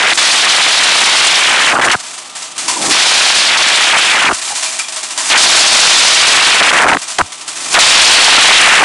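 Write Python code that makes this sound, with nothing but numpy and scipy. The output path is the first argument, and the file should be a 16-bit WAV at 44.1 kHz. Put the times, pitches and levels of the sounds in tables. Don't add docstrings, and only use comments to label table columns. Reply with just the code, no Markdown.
import sys
import numpy as np
from scipy import signal
from scipy.fft import rfft, irfft
from scipy.io import wavfile
from scipy.ndimage import uniform_filter1d

SR = 44100
rng = np.random.default_rng(int(sys.argv[2]) if len(sys.argv) > 2 else 0)


def generate_wav(signal):
    frames = np.transpose(np.atleast_2d(signal))
    scaled = np.clip(frames, -1, 1) * 32767
    pcm = np.round(scaled).astype(np.int16)
    wavfile.write(sys.argv[1], SR, pcm)


N = 389844

# start t/s, end t/s, level/dB, full chatter f/Hz, end chatter f/Hz, sag time constant/s,
# kernel spray level/dB, level/dB of kernels left bouncing
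GRINDING_BOUTS = [(0, .136, -9.5, 2550, 2499, .3, -26, -23.5),
                  (.174, 1.955, -9.5, 3330, 751, .29, -21, -27),
                  (2.908, 4.33, -9.5, 3699, 1951, .5, -20.5, -23),
                  (5.3, 6.975, -8, 3900, 249.9, .32, -18, -32),
                  (7.185, 7.218, -6.5, 1451, 1150, .3, -24, -43),
                  (7.741, 8.85, -6.5, 3647, 1847, .4, -16.6, -30)]
# start t/s, end t/s, share of the rate lost by the end (0-1)
EAR_SLIPS = [(.44, .48, .22), (.58, 0.649, .2), (1.4, 1.5, 0.17), (1.715, 1.812, 0.65),
             (1.858, 1.898, 0.27), (3.48, 3.57, .27), (3.905, 3.972, 0.31), (4.272, 4.329, .58),
             (5.29, 5.372, 0.47), (6.21, 6.27, .14), (6.36, 6.42, .33), (6.6, 6.626, .52),
             (6.706, 6.727, 0.61), (6.845, 6.885, .48), (7.185, 7.22, .5), (7.742, 7.79, 0.49)]
# t/s, leap f/Hz (before speed scaling), t60/s
TOOTH_SNATCHES = [(1.815, 900.3, .05), (1.848, 1098, .05), (1.898, 1400, .06), (1.913, 2503, 0.23),
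                  (6.693, 1400, .06), (6.882, 1106, .06), (6.913, 1000, 0.037), (6.933, 1200, .07),
                  (6.97, 1400, .025), (7.185, 2600, .035)]
# f/Hz, level/dB
CHATTER_RADIATION = [(5, -50), (25, -30), (70, -25.5), (130, -16), (300, -7.5), (480, -5.5), (750, 0.5),
                     (1500, 0), (3000, -1), (6000, 0), (11000, -1.5)]
# f/Hz, level/dB (per Hz)
FRAME_COLOUR = [(10, -35), (40, -9), (100, -8), (200, 0.5), (350, 4.5), (650, -10), (1200, -27),
                (3000, -45)]
# f/Hz, level/dB
CHATTER_SIDE = [(10, -40), (100, -23.5), (350, -11.5), (1000, -14), (2000, -37), (3000, -43), (4000, -40),
                (10000, -18)]
# f/Hz, level/dB (per Hz)
IMPACT_COLOUR = [(40, -50), (100, -27), (200, -20), (350, -13.5), (520, -24), (620, -4), (1100, -4.5),
                 (2000, -0.5), (3200, 0), (4800, 1), (6200, 2), (8500, 2), (11000, -7.5)]
# f/Hz, width/Hz, level/dB
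HOUSING_MODES = [(253, 22, -8), (354, 100, -11), (635, 16, 0), (827, 12, -22), (993, 100, -4),
                 (1120, 37, -1), (1302, 16, 1), (1528, 35, -8), (1830, 33, -10), (2400, 15, -3),
                 (2710, 24, -10), (2860, 8.3, -26), (3110, 31, -12), (3530, 30, -10.5), (4520, 42, -11)]
# t/s, relative level/dB, t60/s
COB_KNOCKS = [(2.351, -22.5, 0.48), (2.42, -22.5, 0.37), (2.578, -17, 0.64), (2.679, -11, .45),
              (2.819, -13, 0.23), (4.415, -19, 0.31), (4.447, -19, 0.97), (4.55, -17, 0.91),
              (4.625, -14.5, 0.54), (4.72, -21, 0.6), (4.788, -14.5, 0.25), (4.883, -19, 0.16),
              (4.922, -19.5, 0.23), (4.96, -17, 0.31), (5.029, -18, 0.34), (5.104, -18.5, 0.19),
              (5.175, -13, 0.43), (5.255, -17, 0.22), (7.016, -19.5, 0.23), (7.078, -20.5, 0.41),
              (7.1, -20, 0.29), (7.32, -22.5, .16), (7.41, -24, 0.092), (7.478, -17, 0.14),
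              (7.555, -22, 0.28), (7.599, -28, 0.15)]
# f/Hz, level/dB
STEREO_WIDTH = [(100, -10), (800, -10.5), (1500, -32), (2300, -32), (2900, -35), (3700, -18.5), (6300, -17),
                (6900, -10.5), (7500, -13), (10500, -11)]
# nominal f/Hz, rms level/dB
HUM_LINES = [(101, -67), (161, -60.5), (248, -60), (743, -51), (1200, -46.5), (1335, -48)]
# f/Hz, level/dB (per Hz)
ROTOR_COLOUR = [(30, -36), (70, -34), (110, -18), (250, -0.5), (520, -1), (750, 7), (1250, 5.5),
                (1420, -10), (3000, 5), (10000, -17)]
# gripped at t/s, rumble level/dB, relative spray level/dB
EAR_FEEDS = [(.174, -31, -29), (2.908, -19, -17), (5.3, -38, -21.5), (7.741, -30, -17.5)]
# f/Hz, level/dB (per Hz)
DRUM_COLOUR = [(40, -40), (100, -9.5), (200, -4.5), (310, 5.5), (450, -3.5), (800, 0.5), (1300, -10),
               (3000, -28)]
# t/s, f/Hz, level/dB, t60/s
COB_BUMPS = [(1.955, 130, -18, 0.046), (2.682, 974, -17.5, .54), (2.765, 948, -30, .3),
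             (2.825, 798, -17, 0.31), (2.878, 279.8, -18.5, .12), (4.33, 90.1, -30, 0.067),
             (4.505, 824, -17.5, 0.24), (4.66, 2380, -24, .3), (4.795, 2380, -20.5, 0.29),
             (4.825, 3300, -27, .25), (5.176, 994, -24.5, 0.35), (6.975, 120, -31, 0.047),
             (7.22, 90, -21, 0.092)]

TOP_HZ = 11100
TIME = np.arange(N) / SR
FREQ = np.maximum(np.arange(N // 2 + 1) * SR / N, 1e-3)


def undb(db):
    return 10 ** (np.asarray(db) / 20)


def unit(x):
    return x / np.sqrt(np.mean(x ** 2))


def colour(table):
    hz, db = np.transpose(table)
    return undb(np.interp(np.log(FREQ), np.log(hz), db))


def shape(x, response):
    return irfft(rfft(x) * response, N)


def coloured_noise(table):
    return unit(shape(rng.standard_normal(N), colour(table)))


def wander(hz):
    return unit(shape(rng.standard_normal(N), 1 / (1 + (FREQ / hz) ** 2)))


def decay(start, t60):
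    age = TIME - start
    return (age >= 0) * np.exp(-np.log(1000) * np.clip(age / t60, 0, 10))


def during(start, end):
    return 1. * ((TIME >= start) & (TIME < end))


def stereo(mid, side):
    return mid + side * np.array([[1], [-1]])


def chatter_rate():
    rate = np.zeros(N)
    for start, end, _, full_hz, end_hz, sag_s, _, _ in GRINDING_BOUTS:
        bare = np.exp(np.minimum(TIME - end, 0) / sag_s)
        rate += during(start, end) * (full_hz + (end_hz - full_hz) * bare)
    for start, end, lost in EAR_SLIPS:
        progress = during(start, end) * (TIME - start) / (end - start)
        rate *= 1 - lost * np.sqrt(progress)
    return rate + sum(leap_hz * decay(s, t60) for s, leap_hz, t60 in TOOTH_SNATCHES)


def gripping():
    grip = sum(undb(db) * during(start, end) for start, end, db, *_ in GRINDING_BOUTS)
    return uniform_filter1d(grip, size=40)


def teeth(per_s=97, uneven=.22, uneven_hz=50, fall=.3):
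    turn = np.cumsum(per_s * (1 + uneven * wander(uneven_hz))) / SR % 1
    surge = np.exp(-turn / fall)
    return unit(surge - np.mean(surge))


def grinding():
    speed, drag_hz = 1.08, 420
    swerve_hz, swerve_speed_hz = 620, 240
    lurch_hz, lurch_speed_hz = 320, 55
    steadying = .3
    tooth_hz, stall_hz = 800, 500
    grit, grit_speed_hz = .47, 2800
    edge = .23
    rasp_db, rasp_speed_hz, shudder_db = -13, 5500, -11
    catch_db, catch_speed_hz, heavy_db, trim_db = .81, 90, 2.5, -.52

    base = chatter_rate()
    effort = base / np.max(base)
    unrest = swerve_hz * wander(swerve_speed_hz) + lurch_hz * wander(lurch_speed_hz)
    rate = speed * base - drag_hz + unrest * (1 - steadying * effort ** 2)
    rate = rate + tooth_hz * (1 - effort) ** 3 * teeth()
    roughness = grit * base * np.sqrt(effort) * wander(grit_speed_hz)
    phase = 2 * np.pi * np.cumsum(rate + roughness) / SR
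    swing = np.sqrt(2) * (np.sin(phase) + edge * np.cos(2 * phase))
    swing = swing * np.maximum(rate, 0) / np.hypot(rate, stall_hz)
    rasp, rasp_side = (undb(rasp_db) * effort * wander(rasp_speed_hz) for _ in range(2))
    shudder = undb(shudder_db) * (1 - effort) ** 2 * coloured_noise(FRAME_COLOUR)
    catch = catch_db * wander(catch_speed_hz)
    grip = gripping() * undb(catch + heavy_db * (1 - effort) + trim_db)
    mid = shape(grip * (swing + rasp), colour(CHATTER_RADIATION)) + grip * shudder
    side = shape(grip * rasp_side, colour(CHATTER_SIDE))
    return stereo(mid, side)


def feeding(gripped):
    rise_db_per_s, fall_db_per_s = 65, 400
    below_peak_db = np.maximum(rise_db_per_s * (gripped - TIME), fall_db_per_s * (TIME - gripped))
    return undb(-below_peak_db)


def spray():
    rate_exponent, run_out_t60_s, idle_db = .95, 1.66, -37.5
    rate = chatter_rate()
    power = undb(idle_db) ** 2
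    power = power + sum((undb(db) * feeding(s)) ** 2 for s, _, db in EAR_FEEDS)
    for start, end, _, full_hz, _, _, spray_db, left_db in GRINDING_BOUTS:
        stripped = during(start, end) * undb(spray_db) * (rate / full_hz) ** rate_exponent
        left = undb(left_db) * decay(end, run_out_t60_s)
        power = power + stripped ** 2 + left ** 2
    return np.sqrt(power)


def pelting(per_s, scatter):
    hits = rng.random(N) < per_s / SR
    size = undb(scatter * np.minimum(rng.exponential(size=N), 4))
    return unit(hits * size * rng.choice([-1, 1], N))


def sheet_metal(ring_db=4):
    panels = sum(undb(db) / (1 + 1j * (FREQ ** 2 - hz ** 2) / (FREQ * width))
                 for hz, width, db in HOUSING_MODES)
    response = colour(IMPACT_COLOUR) * (1 + undb(ring_db) * panels)
    return response / np.sqrt(np.mean(np.abs(response) ** 2 * (FREQ < TOP_HZ)))


def knock_burst(s, db, t60, gain_db=1.0, rise_s=.0012):
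    rise = -np.expm1(-np.abs(TIME - s) / rise_s)
    return undb(db + gain_db) * decay(s, t60) * rise


def kernels(spray_db=3.5, per_s=7000, scatter=1.05, flutter_db=2.5, flutter_hz=35):
    force = spray() * undb(spray_db + flutter_db * wander(flutter_hz))
    burst_power = sum(knock_burst(s, db, t60) ** 2 for s, db, t60 in COB_KNOCKS)
    force = np.sqrt(force ** 2 + burst_power)
    housing = sheet_metal()
    mid, side = (force * pelting(per_s, scatter) for _ in range(2))
    return stereo(shape(mid, housing), shape(side, housing * colour(STEREO_WIDTH)))


def motor(rush_db=-36, drift=.00404, drift_hz=4):
    turn = 2 * np.pi * np.cumsum(1 + drift * wander(drift_hz)) / SR
    hum = sum(np.sqrt(2) * undb(db) * np.sin(hz * turn) for hz, db in HUM_LINES)
    mid, side = (undb(rush_db) * coloured_noise(ROTOR_COLOUR) for _ in range(2))
    return stereo(hum + mid, shape(side, colour(STEREO_WIDTH)))


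def tumbling(per_s=900, scatter=2.0):
    force = sum(undb(db) * feeding(s) for s, db, _ in EAR_FEEDS)
    drum = colour(DRUM_COLOUR)
    mid, side = (force * unit(shape(pelting(per_s, scatter), drum)) for _ in range(2))
    return stereo(mid, shape(side, colour(STEREO_WIDTH)))


def bumps(rough=.68, rough_hz=60, buzz_rad=.74, buzz_hz=110):
    wobble = buzz_rad * wander(buzz_hz)
    rings = sum(undb(db) * decay(s, t60) * np.sin(2 * np.pi * hz * (TIME - s) + wobble)
                for s, hz, db, t60 in COB_BUMPS)
    return rings * (1 + rough * wander(rough_hz))


def scene():
    return grinding() + kernels() + motor() + tumbling() + bumps()


def record(dry, ceiling=.82):
    rounded = dry / (1 + (dry / ceiling) ** 8) ** (1 / 8)
    low_pass = signal.ellip(12, .2, 70, TOP_HZ, fs=SR, output="sos")
    return signal.sosfilt(low_pass, rounded)


dry = scene()
out = record(dry)
generate_wav(out)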